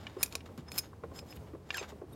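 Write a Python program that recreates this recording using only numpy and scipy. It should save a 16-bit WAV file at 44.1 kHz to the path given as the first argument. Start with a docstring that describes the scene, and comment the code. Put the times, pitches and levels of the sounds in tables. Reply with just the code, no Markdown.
"""Faint rubbing of a steel thread comes first, close to the microphone, over outdoor air and a low hum.
A clamp screw is being turned by hand on a brake caliper. Its loose swivel pad taps, handling gives
dull knocks, and the thread clicks and rubs in short strokes that make the steel sing and peep.
Near the end, stick-slip gives one falling squeak. The wheel arch scatters a little of it all back."""
import sys
import numpy as np
from scipy import signal
from scipy.fft import rfft, irfft
from scipy.io import wavfile
from scipy.ndimage import uniform_filter1d

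SR = 44100
rng = np.random.default_rng(int(sys.argv[2]) if len(sys.argv) > 2 else 0)


def wav_record(signal):
    """Record a signal, one row per channel, as 16-bit PCM in the file named by sys.argv[1]."""
    frames = np.transpose(np.atleast_2d(signal))
    bounded = np.clip(frames, -1, 1)
    # unit amplitude maps onto the largest positive 16-bit level
    quanta = np.round(bounded * 32767).astype(np.int16)
    wavfile.write(sys.argv[1], SR, quanta)


N = 94815


def undb(db):
    """Decibels to gain."""
    return 10 ** (np.asarray(db) / 20)


def unit(x):
    """Scale to rms 1."""
    return x / np.sqrt(np.mean(x ** 2))


def noise():
    """White noise, as long as the scene."""
    return rng.standard_normal(N)


def wander(per_s):
    """A random curve of rms 1 that glides to a new value per_s times a second."""
    hold = max(int(SR / per_s), 1)
    steps = np.repeat(noise()[:N // hold + 1], hold)
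    return unit(uniform_filter1d(steps, hold)[:N])


def colour(x, points):
    """Shape a spectrum by (Hz, dB) points joined along a log frequency axis."""
    hz, db = np.array(points, float).T
    bins_hz = np.maximum(np.fft.rfftfreq(N, 1 / SR), 1)
    gain = undb(np.interp(np.log(bins_hz), np.log(hz), db))
    return irfft(rfft(x) * gain, N)


def lowpass(x, hz):
    """Second-order low-pass."""
    return signal.sosfilt(signal.butter(2, hz, fs=SR, output="sos"), x)


def noise_band(hz, width):
    """Noise of rms 1, reaching a factor of 1 + width either side of hz."""
    edges_hz = [hz / (1 + width), hz * (1 + width)]
    return unit(signal.sosfilt(signal.butter(2, edges_hz, "band", fs=SR, output="sos"), noise()))


def wavering_tone(hz, spread_hz=27.8, per_s=400):
    """A sine of rms 1 whose pitch wanders around hz."""
    phase = 2 * np.pi * np.cumsum(hz + spread_hz * wander(per_s)) / SR
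    return np.sqrt(2) * np.sin(phase)


def fade(t, t60):
    """Exponential decay, 60 dB down after t60 seconds."""
    return np.exp(-np.log(1000) * t / t60)


def swell(t, peak, rise, fall):
    """A stroke that is 20 dB down one rise before and one fall after its peak."""
    from_peak = np.where(t < peak, (peak - t) / rise, (t - peak) / fall)
    return 10 ** -(from_peak ** 1.85)


def add(out, start, x):
    """Mix a sound in at start seconds."""
    i = int(start * SR)
    out[i:] += x[:N - i]


def outdoor_air():
    """The bed of the place: quiet, mostly low air noise and a wavering hum."""
    # Each row: frequency in Hz, relative level of the air noise in dB.
    spectrum = [(28, -32.5), (56, -4), (84, 1), (200, -4), (480, -9), (600, -14), (1070, -20), (1400, -27),
                (3000, -34), (15500, -44.5)]
    air = unit(colour(noise(), spectrum)) * undb(-51.5 + 1.57 * wander(per_s=12.45))
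    hum = undb(-58) * wavering_tone(hz=80.05, spread_hz=3.6, per_s=34.25)
    return air + hum


def clamp_ring(t, detune, scatter_db):
    """The steel clamp's answer to one blow; each contact excites its modes a little differently."""
    # Each row: mode frequency in Hz, relative level in dB, time to fall 60 dB in seconds.
    modes = [(2445, -0.5, 0.016), (3780, -3.5, 0.012), (4360, -6, 0.023), (5137, -8, 0.041),
             (6675, -2, 0.019), (7370, -6.5, 0.041), (9440, -6, 0.052), (10580, 0, 0.026), (12490, 7, 0.02),
             (12900, -13, 0.0358)]
    t = t[:N // 8]
    ring = np.zeros(len(t))
    for hz, db, t60 in modes:
        level_draw, pitch_draw, start_cycles = rng.standard_normal(3)
        phase = 2 * np.pi * (hz * (1 + detune * pitch_draw) * t + start_cycles)
        ring += undb(db + scatter_db * level_draw) * fade(t, t60) * np.sin(phase)
    return np.pad(ring, (0, N - len(ring)))


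def thread_rubbing(t):
    """Gritty friction in the thread comes in strokes and partly rings the clamp."""
    # Each row: peak time, rise and fall in seconds, level before the low-pass in dB, low-pass in Hz.
    strokes = [(.03, 0.38, 0.27, -50.5, 4500), (0.211, .02, .02, -46.5, 2110),
               (0.23, 0.05, 0.062, -45, 8500), (0.329, 0.03, 0.07, -49, 7300),
               (0.459, .004, 0.026, -46.5, 5620), (.579, 0.0034, 0.051, -47.5, 5230),
               (0.689, 0.032, 0.011, -47.5, 2630), (.783, 0.075, 0.032, -42.5, 12200),
               (0.837, 0.012, 0.056, -49.5, 4430), (1.177, 0.044, 0.036, -47.5, 8800),
               (1.324, 0.085, 0.028, -53, 10200), (1.365, 0.023, 0.014, -51, 12700),
               (1.48, 0.018, 0.03, -52.5, 3560), (1.778, 0.12, 0.1, -43, 5900),
               (1.832, 0.036, 0.038, -41.5, 3000), (1.895, 0.021, 0.033, -45.5, 6900)]
    # Each row: frequency in Hz, relative level of the friction noise in dB.
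    spectrum = [(60, -10), (800, 5.5), (2400, -1), (3500, -4), (6800, -3.5), (8300, -8.5), (12500, -6),
                (16000, 3.5)]
    grain_db, ring_db = 2.8, -9
    grit = noise() * undb(grain_db * wander(per_s=700))
    ring = signal.fftconvolve(grit, clamp_ring(t, detune=0.0007, scatter_db=-2.5))[:N]
    rub = unit(colour(grit, spectrum)) + undb(ring_db) * unit(ring)
    return sum(undb(db) * swell(t, peak, rise, fall) * lowpass(rub, hz)
               for peak, rise, fall, db, hz in strokes)


def pad_taps(t):
    """The loose swivel pad snaps against the caliper: well-damped modes with a little dry rattle."""
    # Each row: start in seconds, gain of the tap in dB.
    taps = [(0.068, -35.5), (0.4064, -48), (0.459, -50.5), (1.326, -47.5), (1.371, -51.5), (1.705, -27),
            (1.7811, -34), (1.829, -41.5)]
    # Each row: frequency of a pad mode in Hz, relative level in dB.
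    modes = [(1100, -12), (1800, -7.5), (2380, -3.5), (2790, -2.5), (3650, -16), (4700, -14)]
    out = np.zeros(N)
    for start, db in taps:
        ring = np.zeros(N)
        for hz, mode_db in modes:
            struck_hz = hz * (1 + 0.036 * rng.standard_normal())
            ring += undb(mode_db) * np.sin(2 * np.pi * struck_hz * t)
        rattle = undb(-4) * noise_band(hz=2580, width=0.59)
        add(out, start, undb(db) * (ring + rattle) * fade(t, t60=0.028))
    return lowpass(out, hz=6660)


def handling_knocks(t):
    """Soft blows from handling: a short hollow ring speaks first, then a low thud swells under it."""
    # Each row: start in seconds, gain in dB, thud pitch in Hz, upper ring against the thud in dB.
    knocks = [(.165, -33, 377, -10.5), (.351, -45, 460, 7), (0.489, -43.5, 480, -3), (.577, -37, 240, -8.5),
              (0.585, -35.5, 146, -42), (0.930, -51.5, 394, 4), (1.035, -33, 451, -2.5),
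              (1.114, -47, 450, 0.5), (1.224, -43.5, 471, -14), (1.533, -35.5, 325, -15.5),
              (1.547, -39.5, 423, -7), (1.811, -37, 402, -16), (1.919, -38, 417, -10),
              (2.014, -36.5, 434, -12), (2.035, -38.5, 370, -20)]
    attack_s = 0.0061

    def resonance(hz, rise_s, t60):
        """A tone wrapped in noise that rises quickly and dies away."""
        body = np.sin(2 * np.pi * hz * t) + undb(-4) * noise_band(hz, width=0.4)
        return body * np.minimum(t / rise_s, 1) * fade(t, t60)

    out = np.zeros(N)
    for start, db, thud_hz, upper_db in knocks:
        thud = resonance(thud_hz, attack_s, t60=0.082)
        upper_hz = 1084 * (1 + 0.049 * rng.standard_normal())
        upper = undb(upper_db) * resonance(upper_hz, attack_s / 2, t60=0.041)
        add(out, start, undb(db) * (thud + upper))
    return out


def steel_singing(t):
    """Friction feeds four steel modes, which swell into thin, raspy, fluttering tones."""
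    # Each entry: frequency of a singing mode of the screw in Hz.
    modes_hz = [5130, 6330, 7470, 9410]
    # Each row: peak time and half length in seconds, then the level of each mode in dB.
    swells = [(0.225, 0.034, -51.5, -71, -62, -56.5), (.688, 0.0093, -54, -70, -73, -72),
              (.755, 0.083, -60, -76, -78, -73), (0.79, 0.013, -34.5, -44, -48, -42),
              (1.184, 0.038, -55.5, -76, -61, -71), (1.313, 0.027, -55.5, -77, -75, -79),
              (1.76, 0.021, -58, -64, -54.5, -75), (1.792, 0.026, -54.5, -50, -52.5, -69)]
    rasp_db, flutter_db = -7, 3
    out = np.zeros(N)
    for k, hz in enumerate(modes_hz):
        strength = sum(undb(dbs[k]) * swell(t, peak, half, half) for peak, half, *dbs in swells)
        tone = wavering_tone(hz)
        rasp = undb(rasp_db) * noise_band(hz, width=0.02)
        flutter = undb(flutter_db * wander(per_s=340))
        out += strength * flutter * (tone + rasp)
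    return out


def thread_clicks(t):
    """The loose thread slips and strikes: a crack and a short ring, duller for soft contacts."""
    # Each row: start in seconds, gain in dB, low-pass in Hz, relative level of the crack in dB.
    clicks = [(0.2298, -15, 15600, -1.5), (0.2334, -16.5, 12900, -3), (0.2606, -30.5, 5400, 0.5),
              (0.3251, -31, 6940, -9), (0.3532, -18.5, 6200, 0.5), (.577, -46, 9100, 0),
              (0.7179, -24, 5800, -13.5), (0.7794, -26.5, 15900, -2.5), (0.7836, -21.5, 16000, 0.5),
              (.790, -26.5, 13100, -1), (1.1905, -30, 3970, 3), (1.744, -24, 5000, -4.5),
              (1.7703, -32.5, 9500, 0)]
    # Each row: frequency in Hz, relative level of the crack's noise in dB.
    spectrum = [(60, -17), (700, -4.5), (2500, -10), (5000, 6), (8300, -1.5), (12000, 4), (16000, 6)]
    out = np.zeros(N)
    for start, db, cutoff_hz, crack_db in clicks:
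        crack = undb(crack_db) * unit(colour(noise(), spectrum)) * fade(t, t60=0.016)
        ring = undb(-11) * clamp_ring(t, detune=0.007, scatter_db=1.5)
        add(out, start, undb(db) * lowpass(crack + ring, cutoff_hz))
    return out


def screw_peeps(t):
    """Faint, brief high tones as the screw comes to rest or starts to move again."""
    # Each row: peak time and half length in seconds, pitch in Hz, level in dB.
    peeps = [(0.829, 0.054, 6610, -63), (2.135, 0.0085, 3714, -62), (2.134, .016, 8970, -64),
             (2.134, 0.013, 11560, -62.5)]
    return sum(undb(db) * wavering_tone(hz) * swell(t, peak, half, half) for peak, half, hz, db in peeps)


def screw_squeak(t):
    """Rough stick-slip that falls in pitch as the screw slows; the octave takes over."""
    # Each row: time in seconds, pitch in Hz, level of the fundamental in dB, level of the octave in dB.
    glide = [(1.738, 1900, -55, -75), (1.744, 1834, -35, -60), (1.751, 1610, -40.5, -46),
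             (1.766, 1520, -46, -58), (1.78, 1373, -51, -42), (1.791, 1244, -66, -50.5),
             (1.806, 1240, -69, -47), (1.813, 1160, -65, -72)]
    times, hz, fundamental_db, octave_db = np.array(glide).T
    pitch_hz = np.interp(t, times, hz) * (1 + 0.03 * wander(per_s=700))
    phase = 2 * np.pi * np.cumsum(pitch_hz) / SR
    fundamental_gain = undb(np.interp(t, times, fundamental_db) + 2 * wander(per_s=300))
    octave_gain = undb(np.interp(t, times, octave_db) + 2 * wander(per_s=300))
    overtones = np.sin(2 * phase) + undb(-8) * (np.sin(3 * phase) + np.sin(4 * phase))
    sounding = (t > times[0]) & (t < times[-1])
    return np.sqrt(2) * (fundamental_gain * np.sin(phase) + octave_gain * overtones) * sounding


def wheel_arch_echo(t, direct):
    """The nearby wheel arch scatters a faint, short tail back to the microphone."""
    onset = np.minimum(t / 0.0008, 1)
    scatter = lowpass(noise(), hz=14400) * fade(t, t60=0.22) * onset
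    return undb(-21.5) * signal.fftconvolve(direct, scatter / np.linalg.norm(scatter))[:N]


def scene():
    """One microphone outdoors: the clamp close up, the wheel arch behind it, quiet air all round."""
    t = np.arange(N) / SR
    close = thread_clicks(t) + pad_taps(t) + thread_rubbing(t) + steel_singing(t)
    close += screw_squeak(t) + screw_peeps(t) + handling_knocks(t)
    return (close + wheel_arch_echo(t, close) + outdoor_air())[None]


def record(dry):
    """The recorder cuts the top treble steeply."""
    top_hz = 15900
    return signal.sosfilt(signal.ellip(10, 0.2, 70, top_hz, fs=SR, output="sos"), dry)


dry = scene()
out = record(dry)
wav_record(out)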